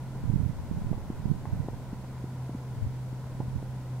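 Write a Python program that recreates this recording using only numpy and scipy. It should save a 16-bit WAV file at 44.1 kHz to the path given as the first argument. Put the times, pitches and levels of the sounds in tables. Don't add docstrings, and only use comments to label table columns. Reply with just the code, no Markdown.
import sys
import numpy as np
from scipy import signal
from scipy.fft import rfft, irfft
from scipy.io import wavfile
from scipy.ndimage import uniform_filter1d

SR = 44100
rng = np.random.default_rng(int(sys.argv[2]) if len(sys.argv) > 2 else 0)


def to_wav(s):
    ch = np.atleast_2d(s).T
    pcm = np.round(np.clip(ch, -1, 1) * 32767)
    wavfile.write(sys.argv[1], SR, pcm.astype(np.int16))


N = 176400


def undb(db):
    return 10 ** (np.asarray(db) / 20)


def unit(x):
    return x / np.sqrt(np.mean(x ** 2))


def colour(x, points):
    hz, db = np.array(points).T
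    bin_hz = np.maximum(np.arange(N // 2 + 1) * SR / N, 1)
    gain = undb(np.interp(np.log(bin_hz), np.log(hz), db))
    return irfft(rfft(x) * gain, N)


def noise(points, channels=1):
    return unit(colour(rng.standard_normal((channels, N)), points))


def walk(rate_hz):
    hold = int(SR / rate_hz)
    steps = np.repeat(rng.standard_normal(N // hold + 1), hold)
    return unit(uniform_filter1d(uniform_filter1d(steps, hold), hold)[:N])


def hiss():
    # frequency in Hz, relative level in dB.
    spectrum = [(100, 7.5), (400, 4.5), (1000, 5.5), (1300, 4), (2500, 0.5), (4000, -0.5), (8000, -3.5),
                (12000, -7), (15500, -10.5)]
    return undb(-58) * noise(spectrum, channels=2)


def drone(t):
    # time in seconds, pitch in Hz, level in dB.
    course = [(0, 130.6, -39), (.5, 129.6, -45.5), (1, 128.8, -46.5), (1.5, 128.7, -46.5),
              (1.75, 127.2, -42), (2.1, 127.9, -39.5), (2.4, 127.7, -38), (2.7, 127.2, -38.5),
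              (3, 126.6, -35.5), (3.3, 127.6, -39), (3.6, 127.8, -37), (4, 126.4, -36)]
    at, hz, db = np.array(course).T
    phase = 2 * np.pi * np.cumsum(np.interp(t, at, hz)) / SR
    waver_db = 1.17 * walk(rate_hz=12)
    return unit(np.sin(phase)) * undb(np.interp(t, at, db) + waver_db)


def wind(t):
    # centre time in seconds, level in dB, pitch in Hz, port (0 left, 1 right).
    buffets = [(.240, -23, 182, 0), (.257, -18.5, 107, 1), (.281, -27, 104, 1), (.300, -14.5, 130, 1),
               (0.339, -14, 140, 1), (0.361, -14.5, 140, 1), (0.404, -13, 112, 1), (.416, -21, 160, 1),
               (.437, -20.5, 89, 1), (0.463, -15.5, 142, 1), (.499, -19, 149, 1), (0.602, -25.5, 79, 0),
               (0.714, -17.5, 179.2, 1), (0.75, -23, 148, 1), (0.776, -18.5, 144, 1), (.787, -26, 170, 0),
               (.819, -23.5, 175, 0), (0.848, -25.5, 163, 0), (.868, -17, 114, 1), (0.916, -13.5, 166, 1),
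               (1.257, -16.5, 175, 1), (1.272, -24, 150, 0), (1.282, -23, 164, 1), (1.302, -15, 126, 1),
               (1.316, -12, 160, 1), (1.477, -28.5, 112, 1), (1.533, -16.5, 102, 1), (1.537, -25, 160, 0),
               (1.572, -25.5, 120, 0), (1.604, -18, 125, 1), (1.743, -30, 105, 1), (2.789, -29, 91, 1),
               (2.828, -20, 99, 0), (2.846, -25, 95, 0), (2.868, -20.5, 96, 1), (3.406, -25.5, 120, 1),
               (3.435, -24, 115, 1), (3.560, -17, 113, 1)]
    # time in seconds, level in dB.
    breeze_levels = [(0, -48.5), (.6, -42.5), (1.6, -41.5), (2.0, -48.5), (2.6, -55.5), (3.0, -50),
                     (3.5, -48), (3.75, -50), (4, -51.5)]
    # frequency in Hz, relative level in dB.
    spectrum = [(15, 1), (25, -27), (42, -0.5), (70, -2.5), (115, -1), (170, -9.5), (250, -12.5),
                (350, -27.5), (600, -40.5), (2000, -68)]
    half_length_cycles, steepness = 0.53, 0.35
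    gust_spread_s, gust_db = 0.034, -7
    eddies, gust_power = np.zeros((2, N)), np.zeros((2, N))
    for at, db, hz, port in buffets:
        cycles = (t - at) * hz
        phase = 2 * np.pi * cycles
        swell = np.exp(-.5 * (cycles / half_length_cycles) ** 2)
        eddies[port] += undb(db) * swell * np.sin(phase + steepness * swell * np.sin(phase))
        spread = np.exp(-np.abs(t - at) / gust_spread_s) / (2 * hz * gust_spread_s)
        gust_power[port] += undb(db + gust_db) ** 2 * spread
    breeze = undb(np.interp(t, *np.array(breeze_levels).T))
    return eddies + np.sqrt(gust_power + breeze ** 2) * noise(spectrum, channels=2)


def ash_jet(t):
    # frequency in Hz, relative level in dB.
    spectrum = [(15, -17), (25, -7), (40, -5), (75, 0), (120, -1.5), (180, 0), (250, -5), (350, -11.5),
                (500, -12), (700, -15), (900, -14.5), (1010, -12.5), (1150, -25.5), (1450, -21),
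                (1700, -29), (2000, -28), (2800, -40), (6000, -63)]
    # time in seconds, gain in dB.
    trend = [(0, -0.5), (1, 0.1), (1.7, -0.05), (2.5, -1), (4, -1)]
    roar_db, swell_db = -44, 0.26
    shocks_per_s, crackle_db, scatter_db = 60, -54.5, 4
    roar = noise(spectrum)[0] * undb(roar_db + swell_db * walk(rate_hz=9.1))
    shocks = (rng.random(N) < shocks_per_s / SR) * undb(scatter_db * rng.standard_normal(N))
    crackle = undb(crackle_db) * unit(colour(shocks, spectrum))
    return (roar + crackle) * undb(np.interp(t, *np.array(trend).T))


def vent_bursts(t):
    # time in seconds, spike peak in dB, width before filtering in ms, tail gain in dB.
    bursts = [(.930, -25, 0.82, -38), (.979, -26, 2.3, -47), (1.103, -19.5, 1.8, -45),
              (1.2, -26.5, 4.1, -54), (1.4554, -25.5, 0.31, -43.5), (1.648, -29, 1.9, -60),
              (1.686, -20.5, 0.78, -40), (1.733, -33, 1, -44), (1.932, -24, 2.3, -52),
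              (2.046, -33.5, .35, -49), (2.2425, -26.5, 1.6, -53), (2.495, -26, 1.1, -41.5),
              (2.5512, -22, 2.25, -47), (3.13, -29, 2, -52), (3.4036, -22.5, 1.13, -37),
              (3.4836, -24.5, 3.5, -57), (3.6285, -28.5, 0.98, -52)]
    # frequency in Hz, relative level in dB.
    spike_spectrum = [(30, -25), (70, -9), (140, -1.5), (250, 4), (500, -1), (1000, 7.5), (1200, -6),
                      (2000, -1), (3000, -20), (8000, -45)]
    # frequency in Hz, relative level in dB.
    tail_spectrum = [(100, -24), (300, -19.5), (500, 5), (1020, 10.5), (1250, -8.5), (2000, -14.5),
                     (3200, -29), (8000, -50)]
    tail_rise_s, tail_decay_s = 0.0017, 0.008
    spikes, tail_envelope = np.zeros(N), np.zeros(N)
    for at, db, width_ms, tail_db in bursts:
        half_width_s = width_ms / 2000
        pulse = np.exp(-np.log(2) * ((t - at) / half_width_s) ** 2)
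        spike = colour(pulse, spike_spectrum)
        spikes -= undb(db) * spike / spike.max()
        age = np.maximum(t - at, 0)
        tail_envelope += undb(tail_db) * (1 - np.exp(-age / tail_rise_s)) * np.exp(-age / tail_decay_s)
    return spikes + tail_envelope * noise(tail_spectrum)[0]


def scene():
    t = np.arange(N) / SR
    far_sounds = ash_jet(t) + vent_bursts(t) + drone(t)
    return far_sounds + wind(t) + hiss()


def record(dry):
    top_hz = 15700
    return signal.sosfilt(signal.ellip(10, .1, 80, top_hz, fs=SR, output="sos"), dry)


dry = scene()
out = record(dry)
to_wav(out)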